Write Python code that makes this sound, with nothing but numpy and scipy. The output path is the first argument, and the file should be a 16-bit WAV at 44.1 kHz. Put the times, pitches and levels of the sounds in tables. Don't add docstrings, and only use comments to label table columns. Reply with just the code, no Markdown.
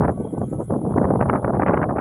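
import sys
import numpy as np
from scipy import signal
from scipy.fft import rfft, irfft, next_fast_len
from scipy.io import wavfile
from scipy.ndimage import uniform_filter1d, minimum_filter1d, map_coordinates

SR = 44100
rng = np.random.default_rng(int(sys.argv[2]) if len(sys.argv) > 2 else 0)


def unload_wav(signal):
    wavfile.write(
        sys.argv[1],
        SR,
        np.round(np.clip(np.atleast_2d(signal).T, -1, 1) * 32767).astype(np.int16),
    )


def gain_from_db(level_db):
    decades = np.asarray(level_db, float) / 20
    return 10 ** decades


N = 88596
TIME_S = np.arange(N) / SR


def unit(x):
    return x / np.sqrt(np.mean(x ** 2, -1, keepdims=True) + 1e-20)


def along(points, hz):
    f, value = np.transpose(points)
    return np.interp(np.log(hz + 1), np.log(f + 1), value)


def curves(rows):
    s, *columns = np.transpose(rows)
    return [np.interp(TIME_S, s, column) for column in columns]


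def wobble(knots_per_s):
    knots = rng.standard_normal(N // 40)
    return map_coordinates(knots, [np.arange(N) * knots_per_s / SR])


def filtered(x, response):
    size = next_fast_len(N + 8192)
    spectrum = rfft(x, size) * response(np.fft.rfftfreq(size, 1 / SR))
    return irfft(spectrum, size)[..., :N]


def rush(spectrum, patchy_db, wide_bins, long_frames):
    z = signal.stft(rng.standard_normal(N), nperseg=256)[2]
    field = uniform_filter1d(rng.standard_normal(z.shape), wide_bins, 0)
    field = uniform_filter1d(field, long_frames, 1)
    patchy = signal.istft(z * gain_from_db(patchy_db * field / field.std()), nperseg=256)[1][:N]
    return unit(filtered(patchy, lambda hz: gain_from_db(along(spectrum, hz))))


def even(x, span_s):
    share = 0.4
    size = max(round(span_s * SR), 2)
    power = np.abs(uniform_filter1d(uniform_filter1d(unit(x) ** 2, size), size))
    return unit(x / (power + 0.01) ** (share / 2))


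# t/s, strength/dB (mapped to a jump below)
STRONG_BURSTS = [(0.019, -17), (0.034, -14), (0.05, -8), (0.055, -16), (0.079, -13), (0.092, -16),
                 (0.098, -14), (0.186, -31.5), (0.203, -31.5), (0.255, -30.5), (0.337, -33.5),
                 (0.376, -31.5), (0.414, -20.5), (0.439, -27), (0.513, -29), (0.529, -27.5), (0.583, -25.5),
                 (0.603, -23.5), (0.697, -25.5), (0.706, -18), (0.722, -20.5), (0.738, -26.5), (0.834, -33),
                 (0.846, -25), (0.87, -26), (0.921, -24), (0.939, -20), (0.959, -14), (0.978, -13.5),
                 (0.994, -19.5), (1.014, -14), (1.029, -13.5), (1.042, -15), (1.051, -12), (1.093, -19.5),
                 (1.103, -17.5), (1.137, -13), (1.157, -14), (1.21, -14), (1.223, -11.5), (1.288, -10),
                 (1.296, -7), (1.329, -16), (1.335, -10), (1.356, -15.5), (1.449, -15.5), (1.477, -19),
                 (1.498, -17.5), (1.535, -14.5), (1.543, -16.5), (1.558, -12), (1.57, -19.5), (1.595, -15),
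                 (1.619, -6.5), (1.632, -10.5), (1.661, -13.5), (1.672, -11), (1.682, -14.5),
                 (1.693, -11.5), (1.708, -16), (1.734, -12.5), (1.741, -16), (1.773, -15), (1.815, -13),
                 (1.828, -19), (1.892, -21), (1.908, -14.5), (1.954, -19), (1.968, -15.5), (1.983, -16.5)]
JUMP_DB_PER_DB, SOFTEST_DB = 0.33, -42
SMALL_BURSTS_PER_S, SMALL_MEAN_DB = 80, 2.5
RISE_S, SETTLE_S = 0.0011, 0.0022


def bursts():
    sizes_db = SMALL_MEAN_DB * rng.exponential(size=N)
    jumps_db = sizes_db * (rng.random(N) < SMALL_BURSTS_PER_S / SR)
    for s, db in STRONG_BURSTS:
        jumps_db[round(s * SR)] += JUMP_DB_PER_DB * max(db - SOFTEST_DB, 0)
    t = np.arange(SR // 20) / SR
    shape = np.exp(-t / SETTLE_S) * (1 - np.exp(-t / RISE_S)) ** 3
    swing_db = signal.fftconvolve(jumps_db, shape / shape.max())[:N]
    return swing_db - uniform_filter1d(swing_db, size=1100)


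# t/s, level/dB, air speed/(m/s)
GUST = [(0.007, -24.5, 5), (0.026, -15.5, 7), (0.044, -22, 9.1), (0.055, -15.5, 7.4), (0.074, -34, 8.2),
        (0.083, -16.5, 7.2), (0.099, -19, 7.1), (0.131, -32.5, 5.3), (0.147, -33, 3.5), (0.171, -34.5, 4.3),
        (0.179, -27.5, 6), (0.193, -29.5, 2), (0.202, -18.5, 4.45), (0.235, -36.5, 3.9), (0.253, -20, 4.7),
        (0.258, -32.5, 4.3), (0.274, -29, 5.6), (0.286, -34.5, 4.1), (0.312, -40.5, 4.2), (0.324, -35, 4.4),
        (0.334, -14, 2.4), (0.344, -29, 4.5), (0.35, -27, 5.3), (0.357, -38.5, 4), (0.369, -27, 3.6),
        (0.382, -22.5, 5.2), (0.392, -24, 2.6), (0.401, -33.5, 3.7), (0.418, -19.5, 5.8), (0.427, -28, 6),
        (0.441, -20.5, 4.74), (0.453, -37.5, 4), (0.492, -31, 3), (0.504, -47, 3), (0.515, -20.5, 2.4),
        (0.522, -30.5, 3), (0.533, -23, 6.27), (0.541, -28, 4.4), (0.551, -25.5, 4.5), (0.566, -34.5, 3.5),
        (0.605, -20.5, 5.46), (0.63, -29.5, 5.7), (0.639, -46.5, 4.9), (0.655, -35.5, 2.6),
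        (0.666, -47.5, 1.2), (0.688, -40, 2.6), (0.705, -18, 5.4), (0.717, -25.5, 6.5), (0.727, -17, 4.6),
        (0.746, -24.5, 6.65), (0.768, -18, 3.9), (0.782, -28, 4), (0.789, -25, 6), (0.8, -29, 3.1),
        (0.807, -32.5, 4.3), (0.836, -20.5, 3.1), (0.843, -24.5, 4.7), (0.865, -23, 5.5), (0.879, -20, 4.1),
        (0.89, -23.5, 5.2), (0.903, -23, 5.8), (0.932, -28.5, 6.4), (0.94, -24.5, 5.6), (0.951, -29.5, 5.7),
        (0.961, -19.5, 3.7), (0.969, -20, 7.5), (0.978, -16, 7.34), (1.004, -25.5, 6.1), (1.017, -18, 5.65),
        (1.038, -23.5, 7.9), (1.045, -17, 7), (1.081, -23, 5.5), (1.09, -16, 7.2), (1.097, -30.5, 6),
        (1.109, -11.5, 6.44), (1.128, -26.5, 5.9), (1.138, -19, 5.7), (1.145, -29.5, 7.2),
        (1.157, -17.5, 6.16), (1.184, -26.5, 4.8), (1.193, -21.5, 6.1), (1.21, -20.5, 8.7),
        (1.226, -18.5, 9.2), (1.25, -35, 7.5), (1.26, -20, 7.5), (1.277, -26.5, 6.3), (1.296, -17.5, 9.5),
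        (1.321, -22, 6.7), (1.337, -19.5, 8.2), (1.358, -17, 8.7), (1.378, -23, 8), (1.403, -34, 5.7),
        (1.437, -24, 5.7), (1.445, -16.5, 8.3), (1.454, -28, 8.0), (1.463, -23, 6.7), (1.477, -24.5, 7.3),
        (1.496, -17.5, 6.74), (1.518, -24.5, 4.9), (1.535, -20.5, 6.8), (1.546, -16.5, 6),
        (1.554, -24.5, 9.3), (1.583, -21, 4.5), (1.589, -23, 5), (1.598, -14, 7.6), (1.606, -19, 9.2),
        (1.613, -23, 8.5), (1.62, -15, 8.2), (1.628, -22.5, 9.9), (1.636, -15.5, 7.4), (1.643, -27, 5.4),
        (1.649, -28, 9.2), (1.654, -33, 6.4), (1.663, -18.5, 10), (1.67, -22.5, 11), (1.676, -19.5, 10.5),
        (1.683, -20, 11.9), (1.694, -15, 8.3), (1.717, -20.5, 7.7), (1.744, -16, 9.3), (1.765, -25.5, 8.2),
        (1.775, -19, 10.15), (1.801, -22.5, 6.4), (1.833, -18, 10.5), (1.845, -22, 7.2), (1.878, -27.5, 5),
        (1.895, -19, 7.75), (1.948, -25.5, 5.1), (1.964, -19.5, 7.2), (1.975, -28.5, 8),
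        (1.985, -20.5, 9.94), (2.003, -22.5, 8.2)]
# f/Hz, level/dB
PORT = [(60, -70), (110, -31.5), (150, -8.5), (200, 0.5), (260, -2), (3000, 1.56), (4500, -17),
        (7000, -58.5)]
EDGE_HZ, EDGE_DROP_DB, STEEPNESS = 1761, 18, 1.738
TILT_DB_PER_OCTAVE = -0.2
SIZE_SPREAD_DB, SIZE_KNOTS_PER_S = 2.5, 260
LOG_SPEED_PER_DB = 0.0168


def buffet():
    level_db, speed = curves(GUST)
    jump_db = bursts()
    eddies = rng.standard_normal(N) * gain_from_db(SIZE_SPREAD_DB * wobble(SIZE_KNOTS_PER_S))
    bank_speeds = np.geomspace(1.5, 15, num=18)

    def half_port(hz):
        return gain_from_db(along(PORT, hz) / 2)

    def speed_spectra(hz):
        tilt_db = TILT_DB_PER_OCTAVE * np.log2(hz / 200 + 0.1)
        scaled_hz = hz * 10 / bank_speeds[:, None]
        return half_port(hz) * gain_from_db(tilt_db - EDGE_DROP_DB * (scaled_hz / EDGE_HZ) ** STEEPNESS)

    bank = even(filtered(eddies, speed_spectra), span_s=0.0068)
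    log_speed = np.log(speed) + LOG_SPEED_PER_DB * jump_db
    place = np.interp(log_speed, np.log(bank_speeds), np.arange(len(bank_speeds)))
    passing = map_coordinates(bank, [place, np.arange(N)], order=1)
    return filtered(gain_from_db(level_db + jump_db) * passing, half_port)


# t/s, level/dB
RUMBLE_LEVEL = [(0.02, -18), (0.07, -21.5), (0.112, -25.5), (0.146, -38), (0.196, -28), (0.322, -39),
                (0.41, -24), (0.52, -35.5), (0.532, -25), (0.67, -35.5), (0.714, -24.5), (0.808, -35.5),
                (0.83, -26.5), (0.896, -28.5), (0.918, -24.5), (1.0, -22.5), (1.288, -22.5), (1.426, -34.5),
                (1.452, -24.5), (1.52, -32), (1.552, -22), (1.662, -30), (1.684, -26), (2.0, -28)]
# f/Hz, level/(dB per Hz)
RUMBLE_SPECTRUM = [(10, -62), (25, -33), (40, -26), (62, -11), (100, -3.5), (140, -2), (170, -4.5),
                   (230, -15), (330, -44.5), (500, -120)]


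def rumble():
    deep = rush(RUMBLE_SPECTRUM, patchy_db=1.0, wide_bins=2, long_frames=5)
    return gain_from_db(curves(RUMBLE_LEVEL)[0]) * even(deep, span_s=0.012)


# f/Hz, level/(dB per Hz)
FROND_SPECTRUM = [(300, -7.5), (700, -9), (1350, -4.5), (1700, -14.5), (2200, -11.5), (2700, -23),
                  (3300, -13.5), (3900, -23.5), (5000, -44.5), (5200, -120)]
START_DB, FADE_DB_PER_S = -63, 2.5
# f/Hz, level/(dB per Hz)
TIP_SPECTRUM = [(4000, -120), (4500, -22), (5800, -12), (6800, 1), (8200, 2), (9200, -6), (11000, -9.5),
                (11600, -120)]
# t/s, level/dB (before trim)
TIP_LEVEL = [(0.02, -76), (0.27, -71.5), (0.282, -74), (0.324, -65.5), (0.346, -72), (0.358, -70.5),
             (0.424, -71), (0.532, -65), (0.576, -75.5), (0.63, -64), (0.724, -74), (1.188, -75),
             (1.6, -78.5), (1.98, -82.5)]
# f/Hz, level/(dB per Hz)
FIZZ_SPECTRUM = [(11000, -120), (11300, -3.5), (12200, 0.6), (13200, -1), (13800, -15), (15700, -11.5)]
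# t/s, level/dB (before trim)
FIZZ_LEVEL = [(0.02, -82.5), (0.36, -83.5), (0.49, -76), (0.6, -82.5), (0.695, -76), (0.74, -83.5),
              (1.42, -85), (1.5, -75.5), (1.56, -88), (1.98, -89.5)]
TIP_TRIM_DB, FIZZ_TRIM_DB = 0.7, 1.0


def fronds():
    far = gain_from_db(START_DB - FADE_DB_PER_S * TIME_S) * rush(FROND_SPECTRUM, 3.7, wide_bins=1, long_frames=14)
    tips = gain_from_db(curves(TIP_LEVEL)[0] + TIP_TRIM_DB) * rush(TIP_SPECTRUM, 5.6, wide_bins=4, long_frames=6)
    fizz = gain_from_db(curves(FIZZ_LEVEL)[0] + FIZZ_TRIM_DB) * rush(FIZZ_SPECTRUM, 6, wide_bins=10, long_frames=3)
    return far + tips + fizz


# t/s, level/dB
CHORUS_LEVEL = [(0.02, -59.5), (0.884, -56), (0.962, -58), (1.282, -56.5), (1.784, -64), (1.812, -62),
                (2.0, -64.5)]
# f/Hz, level/(dB per Hz)
BUZZ_SPECTRUM = [(5410, -46.5), (9200, -22.5), (9350, -14.5), (9650, -0.5), (10000, 5.5), (10500, -1.5),
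                 (11400, -19), (14800, -42.5), (22000, -120)]
STROKE_RATE_HZ, PULSE_DEPTH = 190, 0.31


def insects():
    turns = np.cumsum(STROKE_RATE_HZ * (1 + 0.025 * wobble(6.8))) / SR
    pulse = 1 + PULSE_DEPTH * np.sin(2 * np.pi * turns)
    level = gain_from_db(curves(CHORUS_LEVEL)[0] + 0.7 * wobble(13))
    return level * pulse * rush(BUZZ_SPECTRUM, patchy_db=0.7, wide_bins=3, long_frames=9)


# f/Hz, level/dB
DRONE_TONES = [(770, 3), (1125, 3.5), (1292, -0.5), (1505, -7), (2045, -16.5)]
# t/s, level/dB
DRONE_LEVEL = [(0.1, -65.5), (0.2, -61), (0.44, -59.5), (0.48, -75), (0.6, -66), (0.68, -64), (0.8, -71.5),
               (1.3, -80.5)]


def drone():
    tones = np.zeros(N)
    for hz, db in DRONE_TONES:
        swell = gain_from_db(db + 6.7 * wobble(16))
        turns = hz * TIME_S + np.cumsum(12 * wobble(22)) / SR
        tones += swell * np.sin(2 * np.pi * turns)
    return gain_from_db(curves(DRONE_LEVEL)[0]) * tones


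# t/s, length/s (between 1/e points), f/Hz, level/dB
PEEPS = [(0.257, 0.039, 3200, -64), (0.302, .045, 3250, -66.5), (.445, 0.041, 3230, -66),
         (0.692, .012, 3200, -67), (0.965, .015, 3200, -68.5)]


def peeps():
    waver = np.cumsum(70 * wobble(460)) / SR
    rough = gain_from_db(5.7 * wobble(200))
    tones = np.zeros(N)
    for s, length_s, hz, db in PEEPS:
        swell = gain_from_db(db) * np.exp(-((TIME_S - s) / length_s * 2) ** 2)
        tones += swell * np.sin(2 * np.pi * (hz * TIME_S + waver))
    return rough * tones


# t/s, level/dB (before gain and filter)
GRAINS = [(0.4402, -64), (0.6192, -62.5), (1.3386, -51), (1.598, -56)]
# f/Hz, level/dB
TICK_RESPONSE = [(2000, -11), (5000, -2), (9000, -8), (12500, .1), (15500, -5)]
TICK_GAIN_DB = 16.5


def ticks():
    impulses = np.zeros(N)
    for s, db in GRAINS:
        impulses[round(s * SR)] = gain_from_db(db + TICK_GAIN_DB)
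    return filtered(impulses, lambda hz: gain_from_db(along(TICK_RESPONSE, hz)))


def scene():
    wind = buffet() + rumble()
    behind = fronds() + insects() + ticks() + peeps() + drone()
    return (wind + behind)[None]


def low_pass(x):
    return signal.sosfilt(signal.butter(12, 15800, fs=SR, output="sos"), x)


CEILING, HOLD_S = 0.58, 0.004


def record(dry):
    hold = round(HOLD_S * SR)
    needed_gain = np.minimum(1, CEILING / (np.abs(dry) + 1e-9))
    held_gain = minimum_filter1d(needed_gain, 2 * hold + 1)
    limited = dry * uniform_filter1d(uniform_filter1d(held_gain, hold), hold)
    return low_pass(limited)


dry = scene()
out = record(dry)
unload_wav(out)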